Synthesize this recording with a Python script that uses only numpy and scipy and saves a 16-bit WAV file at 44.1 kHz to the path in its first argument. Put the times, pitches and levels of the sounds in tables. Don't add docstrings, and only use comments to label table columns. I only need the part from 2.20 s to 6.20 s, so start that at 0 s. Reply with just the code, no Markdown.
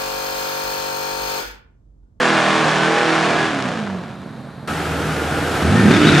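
import sys
import numpy as np
from scipy import signal
from scipy.fft import rfft, irfft
from scipy.io import wavfile
from scipy.ndimage import uniform_filter1d

SR = 44100
rng = np.random.default_rng(int(sys.argv[2]) if len(sys.argv) > 2 else 0)


def store_wav(level_fs):
    pcm = np.round(np.clip(np.atleast_2d(level_fs), -1, 1) * 32767)
    wavfile.write(sys.argv[1], SR, pcm.T.astype(np.int16))


N = 176400

# t/s, exhaust tone level/dB, rasp and tyre level/dB (all relative)
BURNOUT_LEVELS = [(0, -19.5, -17), (.36, -23.5, -18), (.48, -23, -18.5), (.62, -22.5, -19),
                  (1.1, -22.5, -19), (1.24, -24.5, -21), (1.34, -30, -25), (1.5, -30.5, -26.5),
                  (1.75, -37, -35.5), (1.97, -43, -43), (2.2, -70, -50), (2.46, -59, -62)]
# f/Hz, gain/dB
RASP_RESPONSE = [(40, -38), (130, -18.5), (350, -5), (520, 0), (700, 2.5), (900, 0), (1100, 1.5),
                 (1350, 0.5), (1680, 2.5), (1920, -6.5), (2400, -5.5), (2850, -11.5), (3350, -12),
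                 (3900, -17), (7000, -22), (11000, -36.5), (12800, -72), (16000, -49)]
# t/s, boom level/dB, growl level/dB, bay level/dB, intake level/dB (all relative)
NEAR_LEVELS = [(2.47, -32, -54, -24, -43), (2.65, -32, -49, -24, -43), (3.1, -34, -36, -22.5, -52),
               (3.41, -36, -30, -20.5, -35), (3.44, -20.5, -32, -21, -32), (3.535, -16.5, -27, -20, -31),
               (3.68, -14, -17.5, -20, -27.5), (3.75, -20, -14.5, -23, -21), (3.87, -20, -12.5, -20.5, -21),
               (3.95, -20, -13.5, -21, -17.5), (4, -29, -16, -19, -17)]


def undb(db):
    return 10 ** (np.asarray(db) / 20)


def unit(x):
    return x / np.sqrt(np.mean(x ** 2))


def curve(table, column=1):
    rows = np.array(table, float)
    return np.interp(np.arange(N) / SR, rows[:, 0], rows[:, column])


def walk(rate_hz, size=4096):
    hold = max(int(SR / rate_hz), 2)
    steps = rng.standard_normal(size)[np.arange(N) // hold % size]
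    return unit(uniform_filter1d(uniform_filter1d(steps, hold), hold))


def arch(start, length):
    return np.sqrt(np.abs(np.sin(np.pi * np.clip((np.arange(N) / SR - start) / length, 0, 1))))


def colour(x, points, size=8192):
    hz, db = np.array(points, float).T
    bin_hz = np.arange(size // 2 + 1) * SR / size
    cepstrum = irfft(np.log(undb(np.interp(np.log(bin_hz + 1), np.log(hz), db))))
    cepstrum[1:size // 2] *= 2
    cepstrum[size // 2 + 1:] = 0
    return signal.fftconvolve(x, irfft(np.exp(rfft(cepstrum))))[:N]


def tones(speed, lines, waver_db, waver_hz):
    phase = 2 * np.pi * np.cumsum(speed) / SR
    return np.sqrt(2) * sum(
        undb(db + waver_db * walk(waver_hz)) * np.sin(k * phase + rng.uniform(0, 2 * np.pi))
        for k, db in lines)


def exhaust_tone(speed):
    # multiple of the cycle rate, relative level/dB
    harmonics = [(3, -11), (4, -0.5), (5, -1), (6, -5.5), (7, -10), (9, -1.5), (10, -2.5), (11, -1.5),
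                 (12, -0.5), (14, -8), (15, -1.5), (17, 0.5), (18, -3), (20, -3)]
    roar = unit(tones(speed, harmonics, waver_db=3.5, waver_hz=12))
    upper = tones(speed, [(k, 0) for k in range(21, 64)], waver_db=4, waver_hz=11.7)
    snarl = unit(colour(upper, RASP_RESPONSE))
    return (roar + undb(-5) * snarl) * undb(curve(BURNOUT_LEVELS))


def exhaust_notes(speed, levels, harmonics):
    return sum(tones(speed, [(k, 0)], waver_db=1.5, waver_hz=20) * undb(curve(levels, column))
               for column, k in enumerate(harmonics, 1))


def exhaust_swells(speed):
    # t/s, duration/s, multiple of the cycle rate, level/dB
    swells = [(-.05, .33, 41, -28), (.14, .2, 18, -26), (.56, .13, 38, -30), (.64, .24, 11, -32),
              (.66, .24, 42, -30), (.68, .18, 20, -29), (.9, .36, 18, -28), (1.14, .14, 42, -28)]
    phase = 2 * np.pi * np.cumsum(speed) / SR
    return np.sqrt(2) * sum(
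        arch(start, length) * undb(db) * np.sin(k * phase + rng.uniform(0, 2 * np.pi))
        for start, length, k, db in swells)


def firings(speed, scatter_db, jitter, unevenness, size=1600):
    # level/dB, delay from the unequal pipes/firing intervals (both at unevenness 1)
    cylinders = [(-3.5, -0.0056), (-5.5, 0.148), (-0.5, 0.033), (1.5, -0.114), (-4, 0.175), (-1.5, 0.019),
                 (-4, 0.107), (-2, -0.068)]
    k, fired = np.arange(size), 8 * np.cumsum(speed) / SR
    time_draw, level_draw = rng.standard_normal((size, 2)).T
    db, late = unevenness * np.array(cylinders)[k % 8].T
    spread, slip = (np.interp(k, fired, amount * np.ones(N)) for amount in (scatter_db, jitter))
    at = np.interp(k + late + slip * time_draw, fired, np.arange(N))
    strength = undb(db + spread * np.tanh(level_draw / 2) * 2) * (at > 0) * (at < N - 1)
    i, part = at.astype(int), at % 1
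    return (np.bincount(i, strength * (1 - part), N + 1) + np.bincount(i + 1, strength * part, N + 1))[:N]


def trees(x, t60_s, wet_db):
    t = np.arange(SR) / SR
    tail = rng.standard_normal(SR) * np.exp(-np.log(1000) * t / t60_s) * (1 - np.exp(-t / 0.026))
    return x + undb(wet_db) * signal.fftconvolve(x, tail / np.linalg.norm(tail))[:N]


def exhaust_rasp(pulses):
    muffled = colour(pulses, [(60, -12), (150, -5), (320, -9), (480, -3.5), (640, -5.5), (720, -2),
                              (830, -5), (1000, -3.5)])
    return unit(trees(colour(muffled, RASP_RESPONSE), t60_s=0.29, wet_db=-6))


def puffs(pulses, decay_s, steady):
    pole = np.exp(-1 / (decay_s * SR))
    return rng.standard_normal(N) * (unit(signal.lfilter([1], [1, -pole], pulses)) + steady)


def tyre_scrub(pulses):
    # f/Hz, gain/dB
    spectrum = [(290, -32.5), (500, -7.5), (720, -6), (1680, -9.5), (3380, -14.5), (9610, -35),
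                (13000, -65.5)]
    scrub = colour(puffs(pulses, decay_s=0.0097, steady=1.0), spectrum)
    return unit(colour(scrub, [(60, -38), (250, -11.5), (550, -6)]))


def exhaust_burble(speed):
    # f/Hz, gain/dB
    response = [(30, -75), (65, -17), (100, -7.5), (120, -9), (140, 1), (168, -7), (202, 0), (280, -8),
                (350, -17.5), (700, -16), (2000, -70)]
    # t/s, level/dB
    levels = [(0, -38), (.39, -37), (.47, -26.5), (.58, -36.5), (1.02, -33.5), (1.12, -28), (1.26, -31),
              (1.6, -32), (2.46, -35)]
    deep = unit(colour(firings(speed, scatter_db=1, jitter=0.336, unevenness=0.97), response))
    bright = colour(deep, [(70, 3.5), (125, -4), (210, -2.0), (330, 7.0)])
    overrun = curve([(1.7, 0), (1.9, 0.99)])
    return (overrun * deep + (1 - overrun) * bright) * undb(curve(levels))


def woodland_air():
    # f/Hz, gain/dB
    spectrum = [(30, -11), (150, 6.5), (600, 0.5), (1500, -3), (2800, -18), (3400, -17.5), (4000, -12.5),
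                (5200, -27), (10000, -30.5), (15000, -43)]
    return unit(colour(rng.standard_normal(N), spectrum)) * undb(-40)


def exhaust_cracks():
    # t/s, level before filtering/dB, dullness (0-1)
    pops = [(.925, -9, 0.2), (1.108, -7, 0), (1.425, -5, 0), (1.507, -5, 0.9), (1.673, -5, .97),
            (1.7, -6.5, .97)]
    # f/Hz, gain/dB
    spectrum = [(100, -6), (800, 10), (3000, 8), (6000, 3), (10000, -18), (12500, -36)]
    at, db, dull = np.array(pops).T
    sharp, soft = (np.bincount((at * SR).astype(int), undb(db) * share, N) for share in (1 - dull, dull))
    return colour(sharp + colour(soft, [(1700, 5), (3000, -17), (8000, -30)]), spectrum)


def stereo(x, pan_db, side_db):
    # f/Hz, relative gain/dB
    width = [(30, -10), (120, -21.5), (300, -20.5), (700, -16.5), (2500, -11.5), (5000, -8), (9000, -9),
             (14000, 2)]
    t = np.arange(SR // 10) / SR
    tail = rng.standard_normal(len(t)) * np.exp(-t / 0.051)
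    side = undb(side_db) * colour(signal.fftconvolve(x, tail / np.linalg.norm(tail))[:N], width)
    left = colour(x + side, [(600, 0), (2500, 2.5), (9000, 3.0)])
    return np.array([left * undb(pan_db / 2), (x - side) * undb(-pan_db / 2)])


def burnout():
    # t/s, four-stroke cycle rate/Hz
    revs = [(0, 41.8), (.08, 40.6), (.2, 39.9), (.4, 39.8), (.49, 38.6), (.58, 39.7), (.68, 40.7),
            (.77, 41), (.9, 40.4), (1.0, 40), (1.15, 39.6), (1.29, 39.6), (1.335, 35.5), (1.5, 30.2),
            (1.62, 26.3), (1.7, 24.4), (1.8, 22.3), (2.46, 21.6)]
    # t/s, level/dB of harmonics 8 (the firing rate) and 6
    note_levels = [(0, -39, -29), (.12, -24.5, -33), (.25, -31.5, -35), (.38, -27.5, -35),
                   (.53, -33.5, -50), (.7, -25.5, -41), (.79, -40, -46), (.89, -22, -39), (1.15, -34, -42),
                   (1.31, -28.5, -43), (1.5, -29.5, -31), (1.71, -24.5, -55), (1.8, -32.5, -58),
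                   (1.92, -52, -47.5)]
    # t/s, irregularity (0-1)
    irregularity = [(.39, .08), (.46, .7), (.56, .11), (1.03, .11), (1.12, .9), (1.2, .08), (1.28, .1),
                    (1.42, 1)]
    speed = curve(revs) * (1 + .0025 * walk(20))
    tone = exhaust_tone(speed) + exhaust_notes(speed, note_levels, (8, 6)) + exhaust_swells(speed)
    stumble = curve(irregularity)
    pulses = firings(speed, scatter_db=2.2 + 1.5 * stumble, jitter=.22 * stumble, unevenness=.677)
    harsh = 0.7 * exhaust_rasp(pulses) + undb(-5.5) * tyre_scrub(pulses)
    car = tone + harsh * undb(curve(BURNOUT_LEVELS, 2)) + exhaust_burble(speed) + exhaust_cracks()
    return stereo(car + woodland_air(), pan_db=-2.5, side_db=-2)


def boom_and_growl(pulses, speed):
    # f/Hz, gain/dB
    boom_response = [(20, -58), (55, -41), (82, -4), (100, 0), (125, -8), (150, -3), (180, 0.5),
                     (215, -1.5), (255, -2.5), (310, -9.5), (400, -14.5), (520, -34), (1000, -35),
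                     (3000, -74)]
    # f/Hz, gain/dB
    growl_response = [(20, -50), (60, -29), (90, -5), (125, -9), (200, -7.5), (255, 1), (300, 1),
                      (345, -0.5), (390, -5.5), (470, -12), (1000, -30), (3000, -62)]
    pipes = trees(pulses / np.sqrt(speed), t60_s=0.95, wet_db=-8)
    boom = unit(colour(pipes, boom_response)) * undb(curve(NEAR_LEVELS, 1))
    growl = unit(colour(pipes, growl_response)) * undb(curve(NEAR_LEVELS, 2))
    return boom + growl


def idle_hum(speed):
    # multiple of the cycle rate, relative level/dB
    lines = [(29, -36.5), (47.6, -36.5)]
    return tones(speed, lines, waver_db=1.5, waver_hz=7.9) * undb(curve([(3.4, -1.5), (3.55, -22.5)]))


def engine_bay(pulses):
    # f/Hz, gain/dB
    spectrum = [(18, -43), (32, -16), (48, -18), (71, -7.5), (116, -9), (154, 1.5), (180, -12.5),
                (295, -1.5), (345, -4.5), (483, -3), (565, -7), (812, -6), (960, -11.5), (1150, -12),
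                (1280, -6), (1550, -8), (2020, -16), (2500, -16.5), (5850, -29), (8630, -31), (12700, -38),
                (14900, -49)]
    bright = unit(colour(puffs(pulses, decay_s=0.007, steady=8.6), spectrum))
    dull = colour(bright, [(9000, 0), (11500, -0.5), (14000, -17)])
    blend = curve([(3.4, 0.018), (3.6, 1)])
    return ((1 - blend) * bright + blend * dull) * undb(curve(NEAR_LEVELS, 3))


def intake_roar(pulses):
    # f/Hz, gain/dB
    response = [(100, -8), (400, -1), (750, -2.5), (1130, -4), (1280, 4), (1520, 5), (1900, 0), (2300, 0),
                (3300, -8.5), (3650, -4), (3950, -11), (4300, -10), (9000, -24.5), (12000, -50),
                (15000, -58)]
    inflow = puffs(pulses, decay_s=0.0071, steady=0.86)
    return 0.93 * unit(colour(inflow, response)) * undb(curve(NEAR_LEVELS, 4))


def belt_squeals():
    # t/s, duration/s, f/Hz, level/dB, rms waver as a share of f
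    squeals = [(2.476, .06, 1290, -29, 0.014), (2.876, 0.32, 1404, -30.5, 0.024),
               (3.55, 0.12, 1814, -22.5, 0.0088), (3.697, .32, 3640, -30, 0.0505),
               (3.8, .12, 2940, -28, 0.0051)]
    out = 0
    for start, length, hz, db, waver in squeals:
        phase = 2 * np.pi * np.cumsum(hz * (1 + waver * walk(150))) / SR
        out = out + arch(start, length) * undb(db + 3.8 * walk(60)) * np.sin(phase)
    return out


def idle_and_rev():
    # t/s, four-stroke cycle rate/Hz
    revs = [(2.47, 10.1), (3.0, 9.67), (3.4, 9.96), (3.46, 9.65), (3.51, 11.7), (3.56, 13.6), (3.62, 16.6),
            (3.69, 17.6), (3.75, 18.2), (3.87, 19), (3.93, 18.1), (4, 18.7)]
    # t/s, level/dB of harmonics 8, 12 and 16
    note_levels = [(2.47, -42, -50, -32), (2.7, -33, -48, -32), (3.1, -30, -48, -33),
                   (3.415, -37, -48, -33), (3.445, -23, -33, -24), (3.5, -20, -30, -28),
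                   (3.545, -17, -26, -18), (3.6, -30, -19, -26), (3.69, -32, -15, -25),
                   (3.76, -30, -28, -15), (3.83, -27, -29, -22), (3.95, -17, -30, -23)]
    speed = curve(revs) * (1 + 0.0062 * walk(14))
    pulses = firings(speed, scatter_db=4.0, jitter=0.1654, unevenness=0.927)
    exhaust = boom_and_growl(pulses, speed) + exhaust_notes(speed, note_levels, (8, 12, 16))
    front = idle_hum(speed) + engine_bay(pulses) + intake_roar(pulses) + belt_squeals()
    return stereo(exhaust + front, pan_db=-1.5, side_db=0.5)


def scene(cut_s=2.475):
    return np.where(np.arange(N) / SR < cut_s, burnout(), idle_and_rev())


def record(dry, knee=6, top_hz=15000):
    rounded = dry / (1 + np.abs(dry) ** knee) ** (1 / knee)
    return signal.sosfilt(signal.ellip(8, .2, 80, top_hz, fs=SR, output="sos"), rounded)


dry = scene()
out = record(dry)
store_wav(out)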